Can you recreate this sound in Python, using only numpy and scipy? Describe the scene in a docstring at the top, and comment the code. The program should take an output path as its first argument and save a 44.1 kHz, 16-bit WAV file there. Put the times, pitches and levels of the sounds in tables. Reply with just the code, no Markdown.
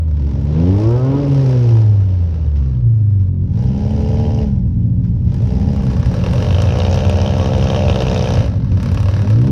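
"""Inside a stripped car at a derby. Its own engine blips up, a boom of sine firing orders and intake noise,
and sinks to a lumpy idle by 3.5 s. From the start, neighbours with open pipes rev in turn, five times:
each firing thumps, barks, crackles and rings sheet metal. A loose panel rattles between 2.5 and 5.1 s.
From 6 s the last, loudest rev pops hard and a hum rises briefly out of the far engines' steady presence.
After 9 s the own engine picks up again."""
import sys
import numpy as np
from scipy import signal
from scipy.io import wavfile
from scipy.ndimage import uniform_filter1d, map_coordinates

SR = 44100
rng = np.random.default_rng(int(sys.argv[2]) if len(sys.argv) > 2 else 0)


def wav_out(sig):
    """Save sig, one row per channel (or a flat mono array), as 16-bit PCM at SR to the path in sys.argv[1]."""
    wavfile.write(sys.argv[1], SR, np.round(np.clip(np.atleast_2d(sig).T, -1, 1) * 32767).astype(np.int16))


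N = 419391

# (time [s], firing rate [Hz])
OWN_FIRING_RATE = [(0.0, 81.87), (0.21, 71.11), (0.4, 67.43), (0.58, 79.32), (0.98, 125.48), (1.2, 142.9),
                   (1.4, 135.87), (1.61, 121.52), (2.27, 83.7), (2.83, 59.6), (3.07, 51.13), (3.3, 45.63),
                   (3.6, 42.74), (4.7, 44.3), (5.6, 43.0), (6.6, 43.06), (7.2, 43.7), (8.0, 43.8),
                   (8.4, 45.6), (8.6, 44.2), (9.25, 49.09), (9.35, 55.03), (9.51, 70.28)]
# (time [s], throttle [0-1], order gain [dB])
OWN_THROTTLE = [(.14, 0, 4), (.42, 0.37, -1), (.58, 0.96, 5.5), (.72, 0.79, 8.5), (.98, 0.14, 0.5),
                (1.14, 0.5, 0), (1.4, 0.07, 2.5), (3.3, 0, 3), (3.6, 0, 0), (4.7, 0.01, 1.5),
                (6.3, 0.08, 1.4), (6.7, 0.47, -10), (7.9, 0.14, -1.5), (8.5, 0.25, -2), (9.18, 0.65, -11),
                (9.28, 0.9, -11), (9.4, 1, -7.5), (9.51, 0.76, 2.5)]


def own_engine():
    """Exhaust boom, puffs and intake roar, all following speed and throttle."""
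    t = np.arange(N) / SR
    hz, = unroll(OWN_FIRING_RATE, t)
    throttle, level_db = unroll(OWN_THROTTLE, t)
    turns = np.cumsum(hz) / SR
    return exhaust_boom(turns, hz, throttle, level_db) + gas_noise(turns, hz, throttle)


# Throttle shut: (firing rate [Hz], order 1 [dB], order 2 [dB], order 3 [dB], order 4 [dB])
LOW_ORDERS = [(42.85, -33.5, -29, -23.5, -30), (47.36, -30.5, -15.5, -44.5, -34.5),
              (53, -43, -14.5, -48, -41), (58, -26, -13.5, -39.5, -44), (69.4, -16, -29, -35, -43.5),
              (76.7, -19, -34, -47.5, -57.5), (101.7, -12.5, -39, -42.5, -55),
              (113.8, -8.5, -36.5, -30.5, -43), (122.2, -11.5, -31.5, -31, -32.5),
              (140.2, -11.5, -23.5, -36.5, -47), (140.4, -13.5, -28, -37.5, -46)]
# Orders 1-4: (gain at full throttle [dB])
THROTTLE_GAIN_DB = [-7.5, 14.5, 21.5, 25.5]
# (order, level re order 4 [dB])
HIGH_ORDERS = [(5, -5), (6, -9), (7, -19), (8, -19), (9, -25), (10, -29), (11, -32), (12, -33), (13, -37)]
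# Pipe resonances on the high orders: (frequency [Hz], gain [dB])
EXHAUST_RESPONSE = [(250, 0), (430, -0.5), (560, -2), (640, 1), (720, -13), (850, 2), (960, 2), (1080, -2),
                    (1250, 3), (1500, -4.5)]
# (order, idle level re order 2 [dB])
HALF_ORDERS = [(.5, -31), (1.5, -31), (2.5, -14), (3.5, -29)]


def exhaust_boom(turns, hz, throttle, level_db):
    """Harmonics of the firing rate; uneven cylinders add half orders that make the idle lope."""
    low_db = [db + level_db + open_db * throttle
              for db, open_db in zip(unroll(LOW_ORDERS, hz), THROTTLE_GAIN_DB)]
    out = sum(partial(turns, k + 1, db, waver_db=1.28) for k, db in enumerate(low_db))
    rise_hz_per_s = np.clip(uniform_filter1d(np.gradient(hz) * SR, SR // 10), -60, 40)
    snarl_db_per_order = .035 * rise_hz_per_s * np.clip((hz - 70) / 60, .1, 1)
    for k, db in HIGH_ORDERS:
        pipe_db, = unroll(EXHAUST_RESPONSE, k * hz)
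        order_db = low_db[3] + db + pipe_db + (k - 4) * snarl_db_per_order
        out += partial(turns, k, order_db, waver_db=2.5 + .45 * (k - 3.5), waver_hz=18)
    lope_db = low_db[1] - .25 * (hz - hz.min())  # cylinders even out with speed
    return out + sum(partial(turns, k, lope_db + db, waver_db=2.5) for k, db in HALF_ORDERS)


# Both: (frequency [Hz], relative density [dB])
PUFF_SPECTRUM = [(900, -30.5), (1450, 2), (1800, -7), (2150, -0.5), (2600, -1.5), (3150, 0.5), (3700, -5),
                 (5000, -16.5), (6500, -28.5)]
ROAR_SPECTRUM = [(150, -19.5), (250, -3), (489, -8), (539, -7), (785, -24), (942, -18.5), (1450, -30.5),
                 (5540, -44), (7030, -59.5), (9140, -71.5), (15500, -120)]


def gas_noise(turns, hz, throttle):
    """One exhaust puff per firing over the intake roar; more air at speed and open throttle."""
    over_idle_hz = hz - hz.min()
    roar_db = -48.5 + .17 * over_idle_hz + 13 * throttle + 1.1 * wander(N, hz=24.3)
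    puff_db = -73.5 + .1651 * over_idle_hz + 14 * throttle
    pulses = np.exp(-(turns % 1) / .31)
    pulses /= np.sqrt(np.mean(pulses ** 2))
    puffs = colour(pulses * rng.standard_normal(N), PUFF_SPECTRUM)
    roar = colour(rng.standard_normal(N), ROAR_SPECTRUM)
    return gain_of(puff_db) * puffs + gain_of(roar_db) * roar


# Per rev: (time [s], firing rate [Hz])
REV_FIRING_RATES = [
    [(0.0457, 28.13), (0.35, 49.66), (0.5, 54.2), (0.95, 56.0), (1.25, 61.99), (1.55, 60.32), (1.85, 64.35),
     (2.15, 59.37), (2.5, 57.34)],
    [(1.2954, 39.12), (1.6, 49.2), (2.13, 60.6), (2.4, 57.0), (3.0, 53.4), (3.3, 54.82)],
    [(3.2777, 43.3), (3.5, 48.22), (3.6, 60.93), (3.8, 68.93), (4.2, 74.14), (4.4, 72.91), (4.7, 58.0),
     (5.3, 59.7)],
    [(5.2173, 33.5), (5.45, 58.54), (5.55, 64.93), (5.7, 68.27), (5.85, 66.09), (6.0, 58.16), (6.15, 60.98),
     (6.5, 60.67)],
    [(5.7241, 26.72), (6.0, 31.8), (6.2, 41.58), (6.35, 42.55), (6.57, 53.68), (6.75, 62.17), (6.95, 64.91),
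     (7.1, 66.36), (7.25, 66.65), (7.5, 65.39), (7.75, 66.76), (8.3, 62.0), (8.4, 57.65), (8.8, 34.0),
     (8.95, 35.0), (9.15, 37.79), (9.33, 35.08), (9.51, 35.87)],
]
# Per rev: (time [s], crackle level [dB])
REV_LEVELS = [
    [(0, -59), (.25, -50), (.5, -48.5), (.62, -45.5), (.85, -41.5), (1.1, -47), (1.4, -42), (1.749, -43),
     (2.002, -53), (2.5, -55.5)],
    [(1.3, -46.5), (1.6, -45), (1.901, -53.5), (2.2, -54.5), (2.5, -54), (2.75, -54), (2.829, -61.5),
     (3.3, -58.5)],
    [(3.28, -84), (3.45, -62.5), (3.59, -48), (4.1, -44), (4.42, -45), (4.62, -60.5), (5, -65.5),
     (5.3, -57)],
    [(5.22, -61), (5.32, -48.5), (5.5, -45), (5.85, -45), (6.05, -45), (6.5, -41.5)],
    [(5.72, -50), (5.9, -42), (6.5, -34), (7.4, -35.5), (7.7, -34), (8.39, -33.5), (8.46, -36.5),
     (8.5, -41.5), (8.6, -46.5), (8.679, -47.5), (8.77, -40), (8.9, -36.5), (9.3, -37.5), (9.4, -41),
     (9.51, -37.5)],
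]
# Hard and missed firings, per rev: (time [s], nominal peak [dB], ring note [Hz])
REV_POPS = [
    [(0.0788, -45, 3020), (0.1396, -46, 3000), (0.1671, -39, 2740), (0.1955, -39, 4960),
     (0.2215, -41, 4260), (0.2674, -34.5, 2940), (0.3322, -38, 2730), (0.43, -44, 2930),
     (0.4494, -35.5, 2830)],
    [(1.9857, -45, 2360), (2.0037, -36, 2300), (2.0202, -39, 3870), (2.0716, -48.5, 2300),
     (2.088, -36, 2590), (2.2048, -39, 2530), (2.2886, -41, 2370), (2.323, -42, 3800),
     (2.3399, -36.5, 2360), (2.3569, -39, 2820)],
    [(3.6399, -37, 2730), (3.7915, -34, 2620), (3.8349, -34, 3230), (3.8928, -38, 4990),
     (3.9347, -33, 2870), (3.9766, -33, 3250), (4.004, -30, 2830), (4.0454, -35, 2820), (4.1557, -33, 2990),
     (4.1821, -30, 3120), (4.2225, -35, 2830), (4.2505, -29, 2650), (4.2634, -33, 3060),
     (4.3597, -34, 2820)],
    [],
    [(5.8995, -27, 2550), (6.0581, -22.5, 2830), (6.0861, -29.5, 3540), (6.1379, -20.5, 2740),
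     (6.1644, -24, 5140), (6.2382, -17, 2740), (6.2622, -17.5, 2770), (6.334, -18.5, 2970),
     (6.3574, -22.5, 2700), (6.4023, -23, 2620), (6.4253, -19, 2740), (6.4467, -25, 2780),
     (6.5071, -19, 2770), (6.5266, -24, 2970), (6.5829, -18.5, 2960), (6.6009, -20.5, 2950),
     (6.7231, -22, 2820), (6.787, -21, 2760), (6.8503, -18, 3120), (6.8658, -22, 3080), (6.9735, -19, 2950),
     (7.0359, -25, 3000), (7.0963, -17, 2750), (7.1566, -23, 2710), (7.202, -22, 3150), (7.2619, -20, 3070),
     (7.3372, -20.5, 2950), (7.3976, -18.5, 3130), (7.4584, -18.5, 3170), (7.5353, -21, 3130),
     (7.5951, -23.5, 2690), (7.6256, -21, 3100), (7.7009, -16, 3600), (7.7468, -19, 2930),
     (7.7608, -16, 2800), (7.7762, -24, 2730), (7.8221, -22, 2540), (7.8825, -17, 2920),
     (7.8979, -14, 2970), (7.9588, -15, 3100), (8.0057, -15, 3850), (8.0222, -16, 2980),
     (8.0686, -17, 2300), (8.1155, -19, 3030), (8.1623, -17.5, 2550), (8.2427, -18, 2680),
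     (8.2741, -20, 2500), (8.307, -18.5, 3830), (8.3394, -17.5, 5400), (8.3729, -18.5, 2530),
     (8.4078, -21, 2720), (8.4427, -24, 2710), (8.6894, -41, 2480), (8.7196, -28, 3720),
     (8.7454, -48, 2590), (8.7725, -27, 4600), (8.8318, -24.5, 2500), (8.8608, -25, 2400),
     (8.8887, -29, 5610), (8.9176, -24, 2580), (8.9451, -23.5, 3900), (8.974, -19.5, 2730),
     (9.0294, -23, 2730), (9.0573, -20.5, 2380), (9.0843, -16, 2560), (9.1386, -19, 2660),
     (9.1656, -21, 2460), (9.193, -22.5, 2580), (9.2189, -23.5, 5200), (9.2743, -20.5, 2560),
     (9.3023, -19.5, 2750), (9.3601, -28, 2610)],
]
# Base mix per rev: (near car [0/1], sizzle re crackle [dB], bark re crackle [dB], thump [dB],
# order 3 re thump [dB])
REV_MIXES = [(0, -16, 13.5, -30.5, 2), (1, -17.5, 8, -34.5, -1.5), (0, -16, 14.5, -23, 4.5),
             (0, -14.5, 14, -21.5, 3), (1, -16.5, 13, -22.5, 1)]


def neighbours():
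    """Yields (start [s], sound) for each rev of the near and the far car."""
    for speed, levels, pops, balance in zip(REV_FIRING_RATES, REV_LEVELS, REV_POPS, REV_MIXES):
        yield speed[0][0], open_pipe_rev(speed, levels, pops, *balance)


# Four firings in turn: (strength [dB])
FIRING_CYCLE_DB = [-6, -6.5, -7, -8]
# Both: bark table, then crackle table, each (frequency [Hz], relative density [dB])
NEAR_SPECTRA = [(170, -37.5), (270, -3.5), (390, -9.5), (460, -0.5), (530, 4.5), (600, 7), (660, -7),
                (730, -13.5), (930, -19.5), (1300, -31), (1700, -28.5), (2400, -61)], [(530, -34), (900, 7),
                (1060, -3), (1150, -3.5), (1200, -1), (1690, -3), (1970, -6), (2970, -7), (3380, -13.5),
                (3750, -8.5), (4380, -10), (6020, -10), (7030, -57), (9140, -48.5), (15500, -120)]
FAR_SPECTRA = [(150, -38), (260, 4), (356, -4.5), (447, 1), (522, -4.5), (600, -1), (731, -20.5), (822, 0),
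               (1170, -43), (1500, -40), (1950, -59.5), (3300, -120)], [(590, -23.5), (1000, 4), (1080, -5),
               (1420, -2.5), (1700, -5.5), (2300, -6.5), (3130, -8), (3510, -10), (4420, -11), (5590, -8),
               (7030, -23.5), (9140, -42), (15500, -120)]
CRUISE_HZ, CREST_DB = 66.5, 18.5


def open_pipe_rev(speed, levels, pops, near, sizzle_db, bark_db, thump_db, third_db):
    """Each firing of an open pipe: a low thump, a sharp bark and a spit of noise that dies away."""
    t = np.arange(speed[0][0], speed[-1][0], 1 / SR)
    hz, = unroll(speed, t)
    crackle_db, = unroll(levels, t)
    load_db = crackle_db - crackle_db.max()
    turns = np.cumsum(hz) / SR
    fired = np.flatnonzero(np.diff(np.floor(turns)))
    bark_spectrum, spit_spectrum = NEAR_SPECTRA if near else FAR_SPECTRA

    # Random scatter per firing.
    timing, burn, spit, shake, sharpness, aim = np.clip(rng.standard_normal((len(fired), 6)), -2, 2).T
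    firing_db = np.resize(FIRING_CYCLE_DB, len(fired))
    pop_notes_hz = {}
    for s, peak_db, ring_hz in pops:
        i = np.argmin(abs(t[fired] - s))
        firing_db[i] = peak_db - CREST_DB - crackle_db[fired[i]]
        burn[i] = spit[i] = shake[i] = 0
        pop_notes_hz[i] = ring_hz
    at = np.clip(fired + (.00009 * SR * timing).astype(int), 0, len(hz) - 1)
    barks, spits, clangs, fronts = np.zeros((4, len(hz)))
    barks[at] = gain_of(.52 * firing_db + .18 + burn)
    spits[at] = gain_of(firing_db + .8 * burn + 2.6 * spit)
    clangs[at] = spits[at] * gain_of(4.5 * shake)
    fronts[at] = spits[at] * gain_of(4.5 * sharpness)

    echoes = convolve(spits, np.exp(-np.arange(SR // 8) / SR / .047))  # off the cars around
    wash = .0043 * uniform_filter1d(spits, SR // 8) * SR / hz
    gate = bursts(spits) + .17 * echoes + wash
    noise = rng.standard_normal((3, len(hz))) / np.sqrt(uniform_filter1d(gate ** 2, SR // 6) + 1e-9)
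    spit_noise, sputter_noise = noise[0] * gate, noise[2] * gate

    blows = gain_of(firing_db + 7 + 3.4 * shake) * np.sqrt(SR / hz[fired])
    shaking = noise[2] * (2 * bursts(clangs, rise_s=.001, decay_s=.0031) + .25 * echoes)
    crackle = gain_of(-1.5) * colour(spit_noise, spit_spectrum)
    crackle += sheet_metal(near, hz, load_db, fired, blows, shaking, aim, pop_notes_hz)
    crackle += gain_of(sizzle_db) * sizzle(hz, load_db, fronts, echoes, noise[1])
    bark = gain_of(bark_db) * pipe_bark(near, hz, at, barks, bark_spectrum, spit_noise, sputter_noise)
    out = gain_of(crackle_db) * (crackle + bark) + body_thump(turns, hz, thump_db, third_db)
    return out * signal.windows.tukey(len(hz), .015)


# Both: (frequency [Hz], width [Hz], gain [dB])
NEAR_PIPE_MODES = [(322, 64, -8.5), (467, 75, -7), (526.4, 49, 1), (588.7, 46, 2.5), (742, 40, -13),
                   (765, 70, -22.5), (910, 140, -22.5)]
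FAR_PIPE_MODES = [(340, 80, -3.5), (433, 18, -2), (505, 100, -2), (602, 54, 1.5), (746, 45, -16.5),
                  (813, 72, -7.5), (857, 67, -11.5), (955, 54, -19)]
KNOCK_HZ, KNOCK_WIDTH_S, KNOCK_DELAY_S = 670, .0011, .0018


def pipe_bark(near, hz, at, barks, spectrum, spit_noise, sputter_noise):
    """Each pulse barks, rings the pipe and knocks with its pressure front; louder at speed."""
    pulses = barks * np.sqrt(SR / hz)
    rough = np.interp(hz, [40, 60], [.6, .17])  # slow running sputters
    bark = cabin(colour(np.sqrt(1 - rough ** 2) * pulses + rough * sputter_noise, spectrum))
    modes = NEAR_PIPE_MODES if near else FAR_PIPE_MODES
    notes = ring(.33 * spit_noise, at, .64 * pulses[at], modes, drift_db=1.5, drift_firings=15)
    lag_s = np.arange(SR // 100) / SR - KNOCK_DELAY_S
    swing = np.cos(2 * np.pi * KNOCK_HZ * lag_s) * np.exp(-(lag_s / KNOCK_WIDTH_S) ** 2)
    knock_db = (-6 if near else -12.5) + .16 * (hz - CRUISE_HZ)
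    knock = gain_of(knock_db) * np.sqrt(SR / hz) * convolve(barks, swing / np.linalg.norm(swing))
    return gain_of(.32 * (hz - CRUISE_HZ)) * (gain_of(.5) * bark + notes + knock)


def cabin(x):
    """Quick reflections in the bare steel body smear each bark."""
    t = np.arange(SR // 10) / SR
    taps = rng.choice([-1., 1.], len(t)) * (rng.random(len(t)) < .03)
    taps *= np.exp(-t / .014) * (t > .0015)
    return x + gain_of(-13) * convolve(x, taps / np.linalg.norm(taps))


# All four: (frequency [Hz], width [Hz], gain [dB])
NEAR_PANEL_MODES = [(2407, 230, -9), (2675, 270, -4), (2890, 230, -4.5), (3130, 190, -7), (3710, 180, -9.5),
                    (5300, 700, -8), (6120, 500, -8.5), (6570, 570, -13)]
FAR_PANEL_MODES = [(2170, 110, -20), (2580, 90, -19), (2820, 76, -15), (3115, 84, -14.5),
                   (4060, 150, -21.5), (4900, 72, -15), (5350, 200, -19), (5300, 81, -14.5),
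                   (5750, 200, -17), (6500, 300, -21.5)]
NEAR_BOOM_MODES = [(950, 63, -15.5), (1119, 45, -11.5), (1317, 39, -13.5), (1665, 58, -16)]
FAR_BOOM_MODES = [(913, 69, -4), (1740, 110, -18)]
CLEAN_BLOW_SHARE = .9


def sheet_metal(near, hz, load_db, fired, blows, shaking, aim, pop_notes_hz):
    """Cracks ring the panels, more at speed and load; large panels boom at any speed."""
    modes = NEAR_PANEL_MODES if near else FAR_PANEL_MODES
    note_hz = np.array(modes)[(abs(aim) * 1000).astype(int) % len(modes), 0]  # any panel may be hit
    for i, ring_hz in pop_notes_hz.items():
        note_hz[i] = ring_hz
    drive = np.sqrt(1 - CLEAN_BLOW_SHARE ** 2) * shaking, fired, CLEAN_BLOW_SHARE * blows
    panels = ring(*drive, modes, drift_db=3, drift_firings=5, note_hz=note_hz)
    boom = ring(*drive, NEAR_BOOM_MODES if near else FAR_BOOM_MODES, drift_db=3, drift_firings=5)
    return boom + gain_of(.33 * (hz - 65.5) + .72 * load_db) * panels


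# (frequency [Hz], relative density [dB])
SIZZLE_SPECTRUM = [(5000, -30), (6900, -2), (7900, -11), (8700, -2), (9400, -11), (10700, -15),
                   (12400, -10), (13500, -21), (15200, -24), (16000, -60)]


def sizzle(hz, load_db, fronts, echoes, noise):
    """Treble hiss from the sharp front of each crack."""
    envelope = 2.7 * abs(bursts(fronts)) ** 1.6 + .082 * echoes
    return gain_of(-.08 * (hz - 65) + .45 * load_db) * colour(noise * envelope, SIZZLE_SPECTRUM)


# (order, level re thump [dB])
BODY_ORDERS = [(1, -2.5), (1.5, -12.5), (2, -2.5), (2.5, -13), (4, -5)]
# (frequency [Hz], gain [dB])
BODY_RESPONSE = [(30, -15.5), (60, 3), (85, 0), (112, 12), (135, -2), (165, -6), (200, -2), (225, -9.5),
                 (280, -22)]


def body_thump(turns, hz, thump_db, third_db):
    """A neighbour's low orders boom in the bare body, more at speed."""
    level_db = thump_db + .33 * (hz - CRUISE_HZ)
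    return sum(partial(turns, k, level_db + db + unroll(BODY_RESPONSE, k * hz)[0], waver_db=.8)
               for k, db in BODY_ORDERS + [(3, third_db)])


# (time [s], nominal peak [dB])
PANEL_RATTLES = [(2.552, -39), (2.621, -43), (3.193, -47), (5.033, -42), (5.0685, -48)]


def rattle(peak_db):
    """A short buzz of loose sheet metal."""
    t = np.arange(SR // 16) / SR
    envelope = t / .0039 * np.exp(1 - t / .013)
    return gain_of(peak_db - 20.5) * colour(rng.standard_normal(len(t)) * envelope, FAR_SPECTRA[1])


# (time [s], level [dB])
RUMBLE_LEVEL = [(0, -23.5), (.7, -20.5), (1.5, -29.5), (2.5, -26), (3.3, -24.5), (4, -18), (5, -17),
                (6, -16.5), (7, -18.5), (8, -17), (8.8, -14), (9.51, -21)]
# (frequency [Hz], relative density [dB])
RUMBLE_SPECTRUM = [(18, -41.5), (30, -7.5), (97, 8.5), (155, -3), (178, -6), (267, -14), (356, -32.5),
                   (420, -54), (550, -80.5), (920, -120)]
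# (time [s], nominal pitch [Hz], level [dB])
HUM = [(6.3, 88.5, -17), (6.5, 90.85, -12), (7.2, 88.25, -17), (7.5, 90.9, -22.5), (7.8, 89.3, -26),
       (8.1, 89, -46), (8.3, 90.5, -46)]


def far_engines():
    """The rest of the field blurs into a rumble; one hum stands out for a while."""
    rumble_db, = unroll(RUMBLE_LEVEL, np.arange(N) / SR)
    out = gain_of(rumble_db) * colour(rng.standard_normal(N), RUMBLE_SPECTRUM)
    hz, db = unroll(HUM, np.arange(HUM[0][0], HUM[-1][0], 1 / SR))
    hum = partial(np.cumsum(hz) / SR, .99, db, waver_db=5)
    add(out, HUM[0][0], hum * signal.windows.tukey(len(hz), .1))
    return out


def ring(noise, at, blows, modes, drift_db, drift_firings, note_hz=None):
    """Resonators driven by noise and drifting blows; modes near note_hz are struck hardest."""
    scatter = rng.standard_normal((len(at), len(modes)))
    drift = np.sqrt(drift_firings) * uniform_filter1d(scatter, drift_firings, axis=0)
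    out = np.zeros(len(noise))
    for k, (hz, width_hz, db) in enumerate(modes):
        focus_db = 0 if note_hz is None else 3.5 - np.minimum(18 * abs(np.log2(hz / note_hz)), 16)
        drive = noise.copy()
        drive[at] += blows * gain_of(focus_db + drift_db * drift[:, k] - drift_db ** 2 / 9)
        radius, angle = np.exp(-np.pi * width_hz / SR), 2 * np.pi * hz / SR
        gain = (-1) ** k * gain_of(db) * np.sin(angle) * np.sqrt(2 - 2 * radius ** 2)
        out += signal.lfilter([gain], [1, -2 * radius * np.cos(angle), radius ** 2], drive)
    return signal.sosfilt(signal.butter(6, 6800, fs=SR, output="sos"), out)


def partial(turns, order, db, waver_db, waver_hz=9):
    """One engine order: a sine of wavering strength."""
    wave = np.sqrt(2) * np.sin(2 * np.pi * (order * turns + rng.random()))
    return gain_of(db + waver_db * wander(len(turns), waver_hz)) * wave


def wander(size, hz):
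    """Smooth random drift, rms about 1."""
    knots = rng.standard_normal(int(size / SR * hz) + 3)
    return map_coordinates(knots, [np.arange(size) * hz / SR], order=3)


def bursts(impulses, rise_s=.0008, decay_s=.0018):
    """Gives each impulse a rise and a decay."""
    t = np.arange(SR // 8) / SR
    return convolve(impulses, np.exp(-t / decay_s) - np.exp(-t / rise_s))


def colour(x, spectrum):
    """Minimum-phase filter of unit energy."""
    hz, db = np.transpose(spectrum)
    bins_hz = abs(np.fft.fftfreq(8192, 1 / SR))
    bins_db = np.interp(np.log(bins_hz + 1), np.log(hz + 1), np.maximum(db, -100), -100, -100)
    response = np.exp(np.conj(signal.hilbert(np.log(gain_of(bins_db)))))
    taps = np.fft.ifft(response).real[:4096]
    return convolve(x, taps / np.linalg.norm(taps))


def convolve(x, taps):
    """Convolution cut to the input length."""
    return signal.oaconvolve(x, taps)[:len(x)]


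def unroll(rows, x):
    """Table columns interpolated at x along the first."""
    axis, *columns = np.transpose(rows)
    return [np.interp(x, axis, column) for column in columns]


def gain_of(db):
    """Decibels to amplitude."""
    return 10 ** (np.asarray(db) / 20)


def add(mix, start_s, sound):
    """Mixes a sound in at start_s."""
    part = mix[round(start_s * SR):][:len(sound)]
    part += sound[:len(part)]


def scene():
    """All engines and the loose panel, mono."""
    mix = own_engine() + far_engines()
    for start_s, rev in neighbours():
        add(mix, start_s, rev)
    for start_s, peak_db in PANEL_RATTLES:
        add(mix, start_s, rattle(peak_db))
    return mix[None]


def record(dry):
    """Soft clip, then a 15.8 kHz low-pass."""
    lowpass = signal.firwin(511, 15800, window=("kaiser", 9), fs=SR)
    return signal.oaconvolve(np.tanh(dry), lowpass[None], "same")


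dry = scene()
out = record(dry)
wav_out(out)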